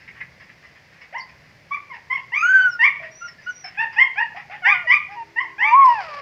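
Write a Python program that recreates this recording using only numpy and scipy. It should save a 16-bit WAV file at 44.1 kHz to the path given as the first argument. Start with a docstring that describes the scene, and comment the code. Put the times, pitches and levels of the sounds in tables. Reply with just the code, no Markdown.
"""Excited dogs yip, whine and pant at the foot of a tree in thick forest, some metres from a small microphone.
Voices are trembling partials with gated breath noise; pants and the air in the leaves are filtered noise.
A thin nasal whistle rides above the whines; trunks and leaves send back a short dense echo.
Far off: traffic rumble as low noise and a two-tone horn of sines; at the end paws crackle in dry leaves."""
import sys
import numpy as np
from scipy import signal
from scipy.fft import rfft, irfft, next_fast_len
from scipy.io import wavfile
from scipy.ndimage import uniform_filter1d, minimum_filter1d, map_coordinates

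SR = 44100
rng = np.random.default_rng(int(sys.argv[2]) if len(sys.argv) > 2 else 0)


def voltage_ratio(level):
    """Linear amplitude factor for a level in decibels (scalar or array-like)."""
    return 10 ** (np.asarray(level, float) / 20)


def master(y):
    """Save y as 16-bit WAV."""
    cut = np.clip(np.atleast_2d(y).T, -1, 1)
    pcm = np.round(cut * 32767)  # scale
    wavfile.write(sys.argv[1], SR, pcm.astype(np.int16))


N = 273861

# pants: start_s, breath_db, fade_s, teeth_hiss_re_breath_db
PANTS = [(0.0, -49, 0.039, -14), (0.077, -34, 0.016, -26), (0.146, -46, 0.071, -34),
         (0.204, -33, 0.015, -26), (0.398, -44, 0.041, -17), (0.492, -41.5, 0.014, -32),
         (0.622, -49.5, 0.075, -19), (0.755, -44.5, 0.022, -36), (0.911, -56.5, 0.16, -20),
         (1.01, -42.5, 0.024, -14.5), (1.287, -44.5, 0.015, -10), (1.436, -52.5, 0.035, -24),
         (1.931, -37, 0.031, -20), (3.02, -37.5, 0.048, -24), (3.278, -38, 0.014, -8),
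         (3.377, -53, 0.14, -11), (3.639, -39, 0.067, -22), (3.745, -45, 0.029, -26),
         (3.9225, -41, 0.035, -13), (4.359, -34.5, 0.044, -23), (4.506, -36.5, 0.054, -28.5),
         (5.104, -47.5, 0.076, -16), (5.481, -44.5, 0.025, -23)]
# open mouth resonances: centre_hz, width_hz, relative_db
MOUTH_RESONANCES = [(1050, 170, -9), (1820, 298, 0.5), (2097, 500, -1.5), (2625, 530, -8)]
# spectrum of air in the leaves: freq_hz, relative_db
AIR_SPECTRUM = [(150, -35), (250, -6), (324, -5), (592, -2.5), (900, -6), (1310, -8), (2000, 2),
                (3140, -12.5), (3930, -14.5), (4900, -10), (6000, -17.5), (7600, -28), (9000, -57.5)]
# spectrum of far traffic: freq_hz, relative_db
RUMBLE_SPECTRUM = [(20, -20), (45, -20), (75, -6), (100, -8.5), (148, -2.5), (200, -10.5), (300, -20.5),
                   (450, -50)]
# late echo of the trunks: freq_hz, t60_s
FOREST_DECAY = [(500, 0.9), (1000, 0.46), (2200, 0.43), (3500, 0.48), (6000, 0.053)]
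# swelling yips, levels before the gesture: start_s, length_s, first_pitch_hz, mid_pitch_hz, level_db
YIPS = [(1.124, 0.087, 565, 1048, -32.5), (2.318, 0.14, 892, 1258, -19), (3.771, 0.0878, 798, 916.4, -19),
        (3.96, .115, 796, 1070, -14), (4.155, .115, 693, 947.6, -22.5), (5.58, .185, 779, 1197, -17)]
# yelps that hold a note, then break upward: start_s, length_s, first_pitch_hz, mid_pitch_hz, level_db
YELPS = [(2.79, .12, 910.4, 1188, -11), (4.87, .125, 964.7, 1217, -10.5)]
# abrupt yaps: start_s, length_s, first_pitch_hz, mid_pitch_hz, level_db
YAPS = [(1.706, 0.067, 1117, 1182, -25), (1.89, 0.087, 1128, 937, -42.5), (2.097, 0.089, 1010, 1097, -21.5),
        (4.644, 0.12, 877.4, 1212, -11.5), (5.357, 0.096, 897, 1058, -24.5)]
# overtone gain of the throat, jaws wide: freq_hz, gain_db
OPEN_THROAT = [(1100, -17), (1400, -18), (1750, 0.5), (2200, -2), (2650, -9), (3000, -18), (3600, -34),
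               (4100, -62.5), (4700, -36.5), (5300, -35), (6000, -46.5), (7000, -72.5), (9000, -77)]
# overtone gain of the throat, jaws nearly shut: freq_hz, gain_db
NARROW_THROAT = [(1100, 9.5), (1500, -0.2), (2300, 3.5), (3000, -4), (3400, -19), (4100, -32), (4700, -7),
                 (6500, -30), (9000, -35.5)]
# nasal whistle, one table per call: time_s, pitch_hz, level_db
WHISTLES = [
    [(1.18, 5857, -46), (1.2, 4670, -52), (1.21, 4480, -41.5), (1.225, 5140, -42)],
    [(2.34, 5760, -60), (2.42, 6490, -44.5), (2.55, 6480, -57), (2.68, 6070, -60.5), (2.73, 5310, -40.0),
     (2.77, 5500, -83)],
    [(3.11, 5620, -59), (3.19, 5930, -46.5), (3.26, 5840, -52), (3.28, 5530, -45.5), (3.3, 5240, -43)],
    [(3.42, 5840, -63), (3.46, 5970, -56)],
    [(3.49, 6330, -52), (3.53, 5660, -53.5), (3.6, 5850, -50.5), (3.635, 5740, -55)],
    [(3.642, 5306, -30.5), (3.68, 5194, -46)],
    [(5.845, 5210, -46), (5.93, 5460, -63)],
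]
# long whines, one table per call: time_s, pitch_hz, fundamental_db, mouth_opening_overtone_db
WHINES = [
    [(2.41, 1186, -37, 16), (2.43, 1362, -15, -19.5), (2.47, 1469, -14.5, -14.5), (2.54, 1565, -13, -25.5),
     (2.6, 1509, -9, -22.5), (2.63, 1524, -16, -6.5), (2.66, 1500, -11.5, -24.5), (2.695, 1412, -20, -30.5),
     (2.72, 1462, -40.5, -3), (2.77, 1410, -30, -27)],
    [(4.62, 754, -37, -3.5), (4.65, 707, -45.5, 25), (4.68, 811, -25.5, 7), (4.71, 826, -32.5, 7),
     (4.75, 727.4, -39, 13.5), (4.83, 714, -51, 18), (4.87, 608, -35.5, -38)],
    [(5.61, 796, -38.5, -17), (5.65, 856.6, -24.5, -11), (5.71, 904.7, -20.5, -5), (5.74, 985, -5.5, -32.5),
     (5.76, 1098, -10, -43.5), (5.82, 1098, -9.5, -16.5), (5.86, 1035, -10, -36), (5.9, 964, -10, -18),
     (5.94, 936, -25, -5.5), (6.0, 789.6, -29, -0.5), (6.04, 672, -44.5, 2), (6.12, 587, -44.5, 5),
     (6.21, 566.4, -42.5, 2)],
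]
# soft whimpers: start_s, length_s, first_pitch_hz, mid_pitch_hz, level_db
WHIMPERS = [(2.56, 0.14, 770, 800, -51), (3.205, 0.07, 1370, 1410, -33), (3.38, 0.029, 1730, 1744, -46),
            (3.461, .052, 1408, 1473, -26), (5.08, 0.086, 757, 832, -39.5), (5.15, 0.084, 967, 927, -33)]
# hoarse grunts: start_s, length_s, first_pitch_hz, mid_pitch_hz, level_db
GRUNTS = [(3.0, 0.093, 690, 642, -44.5), (3.64, 0.022, 760, 742, -36.5), (4.345, 0.062, 680, 837, -41.5),
          (4.497, 0.072, 700, 846, -39.5)]
# far horn: pitch_hz, level_db
HORN = [(328, -63), (409, -62), (657, -70)]
# horn swell: time_s, gain_db
HORN_SWELL = [(5.07, -20), (5.13, 0), (5.5, 0), (5.75, -3), (5.9, -20)]
# paws shuffling in leaves: time_s, level_db
SHUFFLE = [(5.82, -65.5), (5.85, -46), (6.0, -39), (6.21, -41)]
# dry leaves snapping, onset before colouring: start_s, onset_db
SNAPS = [(5.8608, -24.5), (5.963, -43), (6.063, -41.5), (6.1499, -42)]
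# spectrum of shuffled leaves: freq_hz, relative_db
LEAF_SPECTRUM = [(150, -66), (500, -0.5), (2500, 2), (3700, -15), (5000, -5), (6000, -22.5), (8000, -38),
                 (13000, -50)]
# colour of a snap: freq_hz, gain_db
SNAP_SPECTRUM = [(500, -8), (2500, -2.5), (5000, 6), (6500, -11), (8000, -8), (10000, -26), (14000, -25.5)]


def unit(x):
    """x at rms 1."""
    return x / np.sqrt(np.mean(x ** 2) + 1e-20)


def noise():
    """White noise of rms 1, scene length."""
    return rng.standard_normal(N)


def along(points, hz):
    """(freq_hz, value) points read on a log frequency axis."""
    f, v = np.transpose(points)
    return np.interp(np.log(hz + 1), np.log(f + 1), v)


def curve(rows):
    """A (time_s, level_db) curve as gain per sample."""
    s, db = np.transpose(rows)
    return voltage_ratio(np.interp(np.arange(N) / SR, s, db, left=-150, right=db[-1]))


def wobble(rate_hz):
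    """Smooth curve through random knots of variance 1, rate_hz knots a second."""
    knots = rng.standard_normal(int(N * rate_hz / SR) + 4)
    return map_coordinates(knots, [np.arange(N) * rate_hz / SR])


def filtered(x, response):
    """x through a response of frequency."""
    m = next_fast_len(N + SR // 2)
    return irfft(rfft(x, m) * response(np.fft.rfftfreq(m, 1 / SR)), m)[:N]


def coloured(x, points):
    """x through a (freq_hz, gain_db) curve."""
    return filtered(x, lambda hz: voltage_ratio(along(points, hz)))


def patchy(x, depth_db, size):
    """x with random patches of gain, size (bins, frames) of a 256-point short-time spectrum."""
    z = signal.stft(x, nperseg=256)[2]
    field = rng.standard_normal(z.shape)
    field = uniform_filter1d(field, size[0], axis=0)
    field = uniform_filter1d(field, size[1], axis=1)
    return signal.istft(z * voltage_ratio(depth_db * unit(field)), nperseg=256)[1][:N]


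def mouth(f):
    """Resonances of the open mouth, in alternating sign; breath is dark above 4170 Hz."""
    peaks = 0
    for k, (centre, width, db) in enumerate(MOUTH_RESONANCES):
        band = 1j * f * width / (centre ** 2 - f ** 2 + 1j * f * width)
        peaks = peaks + (-1) ** k * voltage_ratio(db) * band
    return peaks / (1 + (f / 4170) ** 6)


def arch(rows, sag, bend, swell_to, onset_db, fade_db, open_db, brighten):
    """Short calls: pitch glides up or down to a middle pitch, then sags; level is shaped; louder is brighter."""
    mid_at, fade_from = 0.6, 0.64  # shares of the call
    u = np.linspace(0, 1, num=13)
    glide = np.sin(np.pi / 2 * np.clip(u / mid_at, 0, 1)) ** bend
    late = np.clip((u - mid_at) / (1 - mid_at), 0, 1)
    swell_db = onset_db * np.clip(1 - u / swell_to, 0, 1)
    swell_db += fade_db * np.clip((u - fade_from) / (1 - fade_from), 0, 1)
    calls = []
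    for s, length_s, first_hz, mid_hz, db in rows:
        opening_db = open_db + brighten * (db + swell_db / 2 + 16.5)  # open_db holds at -16.5 dB
        hz = (first_hz + (mid_hz - first_hz) * glide) * (1 - sag * late ** 2)
        fundamental_db = db + swell_db - np.maximum(opening_db, 0)
        calls.append(np.transpose([s + length_s * u, hz, fundamental_db, opening_db]))
    return calls


def voice(calls, throat, jitter, shimmer_db, breath_db, tilt_db=0., count=7):
    """Vocal folds: partials on one trembling pitch, coloured by the throat, plus breath gated once a cycle."""
    tone, air = np.zeros(N), np.zeros(N)
    tremble = 1 + jitter * wobble(120)
    shimmers = [voltage_ratio(shimmer_db * wobble(90)) for _ in range(count)]  # one per partial
    for rows in calls:
        s, *cols = np.transpose(rows)
        at = np.arange(round(s[0] * SR), min(round(s[-1] * SR), N))
        t = at / SR
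        hz, db, *opening_db = [np.interp(t, s, c) for c in cols]
        hz = uniform_filter1d(hz, size=220) * tremble[at]
        levels_db = [db]
        for k in range(1, count):
            levels_db.append(db + opening_db[0] + tilt_db * k + along(throat, (k + 1) * hz))
        phase = 2 * np.pi * np.cumsum(hz) / SR
        edge = np.clip(np.minimum(t - t[0], t[-1] - t) / .004, 0, 1)
        for k, level_db in enumerate(levels_db):
            partial = np.sqrt(2) * voltage_ratio(level_db) * np.sin((k + 1) * phase)
            tone[at] += edge * shimmers[k][at] * partial
        effort = np.sqrt(np.sum(voltage_ratio(levels_db) ** 2, axis=0))
        air[at] += edge * effort * (1 + np.cos(phase))
    source = noise()
    breath = filtered(air * source, mouth) / np.std(filtered(source, mouth))
    return tone + voltage_ratio(breath_db) * breath


def panting():
    """Puffs of breath noise through the open mouth: a quick start, then a fade; some hiss at the teeth."""
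    t, flow, hiss = np.arange(N) / SR, np.zeros(N), np.zeros(N)
    for s, db, fade_s, hiss_db in PANTS:
        u = np.clip(t - s, 0, None)
        puff = voltage_ratio(db) * (1 - np.exp(-u / .004)) * np.exp(-(u / max(fade_s, .005)) ** 2)
        flow += puff
        hiss += puff * voltage_ratio(hiss_db)
    throat = filtered(noise(), lambda f: mouth(f) * f ** 2 / (f ** 2 + 1200 ** 2))
    throat = patchy(throat, depth_db=2.5, size=(2, 14))  # moving tongue
    teeth = filtered(noise(), lambda f: np.exp(-((f - 5100) / 450) ** 2))
    flicker_db = 0.83 * wobble(38) + 1.2 * wobble(300)
    return (flow * unit(throat) + hiss * unit(teeth)) * voltage_ratio(flicker_db)


def background():
    """Steady air in the leaves and a far traffic rumble that swells: two coloured noises."""
    air = unit(coloured(noise(), AIR_SPECTRUM))
    rumble = unit(coloured(noise(), RUMBLE_SPECTRUM))
    swell_db = 1.6 * wobble(6) + wobble(1.5)
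    return voltage_ratio(-53.5) * air + voltage_ratio(-58.0 + swell_db) * rumble


def forest(x, near_db):
    """Scatter off trunks, new every eighth of a second: near ones answer at once, far ones die slowly, in lumps."""
    hop, out = SR // 8, np.zeros(N + SR)
    for start in range(-hop, N, hop):
        hz, t, z = signal.stft(rng.standard_normal(SR // 2), SR, nperseg=256)
        far = voltage_ratio(-60 * t / along(FOREST_DECAY, hz)[:, None])
        near = voltage_ratio(near_db - 60 * t / .11)
        lumps = voltage_ratio(2.5 * rng.standard_normal(len(t)))
        tail = signal.istft(z * (far + near) * lumps, SR, nperseg=256)[1]
        at = np.arange(max(start, 0), min(start + 2 * hop, N))
        window = np.sin(np.pi * (at - start) / (2 * hop))
        wet = signal.fftconvolve(x[at] * window, tail / np.linalg.norm(tail))
        out[at[0]:][:len(wet)] += wet
    return np.pad(out, (200, 0))[:N]  # delay in samples


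def yips():
    """Yips, yelps and yaps: short gliding calls through wide jaws."""
    calls = arch(YIPS, sag=0.15, bend=1.15, swell_to=0.25, onset_db=-17, fade_db=-24, open_db=15, brighten=0.71)
    calls += arch(YELPS, sag=.12, bend=5.1, swell_to=.3, onset_db=-17, fade_db=-19.5, open_db=14.5, brighten=.5)
    calls += arch(YAPS, sag=0.23, bend=2.5, swell_to=.13, onset_db=-24, fade_db=-15.5, open_db=13, brighten=0.58)
    return voice(calls, OPEN_THROAT, jitter=0.011, shimmer_db=3.0, breath_db=-24, tilt_db=-0.16)


def whistles(whine):
    """Nasal whistle, one partial; the whine's airflow swings it, giving sum and difference tones."""
    tone = voice(WHISTLES, None, jitter=0.0047, shimmer_db=2.0, breath_db=-64.0, count=1)
    return tone * (1 + 0.83 * whine)


def whines():
    """Long whines and soft whimpers: voiced through nearly shut jaws."""
    calls = WHINES + arch(WHIMPERS, sag=.02, bend=1.8, swell_to=0.26, onset_db=-17.5, fade_db=-3,
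                          open_db=-9, brighten=.01)
    return voice(calls, NARROW_THROAT, jitter=0.0079, shimmer_db=1.3, breath_db=-32.0, tilt_db=-4.5)


def grunts():
    """Hoarse grunts: an accented onset, strong shimmer and much breath through wide jaws."""
    calls = arch(GRUNTS, sag=.05, bend=1.3, swell_to=0.05, onset_db=7, fade_db=-15, open_db=-1.0, brighten=0.019)
    return voice(calls, OPEN_THROAT, jitter=.012, shimmer_db=4.0, breath_db=-11, tilt_db=-3.4)


def horn():
    """Two far horn tones and an octave: sines unsteady in level and phase over the distance."""
    t, tones = np.arange(N) / SR, np.zeros(N)
    for hz, db in HORN:
        phase = 2 * np.pi * hz * t + 1.2 * wobble(14)
        tones += np.sqrt(2) * voltage_ratio(db + 3 * wobble(15)) * np.sin(phase)
    return tones * curve(HORN_SWELL) * (t < HORN_SWELL[-1][0])


def leaves():
    """Paws in dry leaves: grainy coloured noise with a few sharp snaps, noise bursts dying 60 dB in 7 ms."""
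    grains = noise() * voltage_ratio(4. * wobble(300) + 1.5 * wobble(25))
    drive = unit(grains) * curve(SHUFFLE)
    shuffle = coloured(drive, LEAF_SPECTRUM) / np.std(coloured(noise(), LEAF_SPECTRUM))
    t, snaps = np.arange(400) / SR, np.zeros(N)
    for s, db in SNAPS:
        snaps[round(s * SR):][:len(t)] += voltage_ratio(db - 60 * t / .007) * rng.standard_normal(len(t))
    return shuffle + coloured(snaps, SNAP_SPECTRUM)


def scene():
    """Dogs and leaves in the forest echo, over horn and background."""
    whine = whines()
    facing = whine + leaves()
    turned = panting() + yips() + whistles(whine) + grunts()  # mouths facing up the trunk: more echo
    echo = forest(voltage_ratio(-15) * facing + voltage_ratio(-4.0) * turned, near_db=6.5)
    echo = patchy(echo, depth_db=2.5, size=(1, 5))  # swaying leaves break up the tails
    return (facing + turned + echo + horn() + background())[None]


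def roll_off(x):
    """The treble ends steeply here."""
    return signal.sosfilt(signal.butter(12, 15490, fs=SR, output="sos"), x)


def record(dry):
    """The microphone adds its hiss; a limiter turns loud peaks down under the ceiling."""
    ceiling = 0.8
    hiss = filtered(noise(), lambda hz: (hz / 8000 + .1) ** -.3)
    x = dry + voltage_ratio(-74.0) * hiss
    need = np.minimum(1, ceiling / (np.abs(x) + 1e-9))
    gain = uniform_filter1d(minimum_filter1d(need, size=441), size=221)
    return roll_off(x * gain)


dry = scene()
out = record(dry)
master(out)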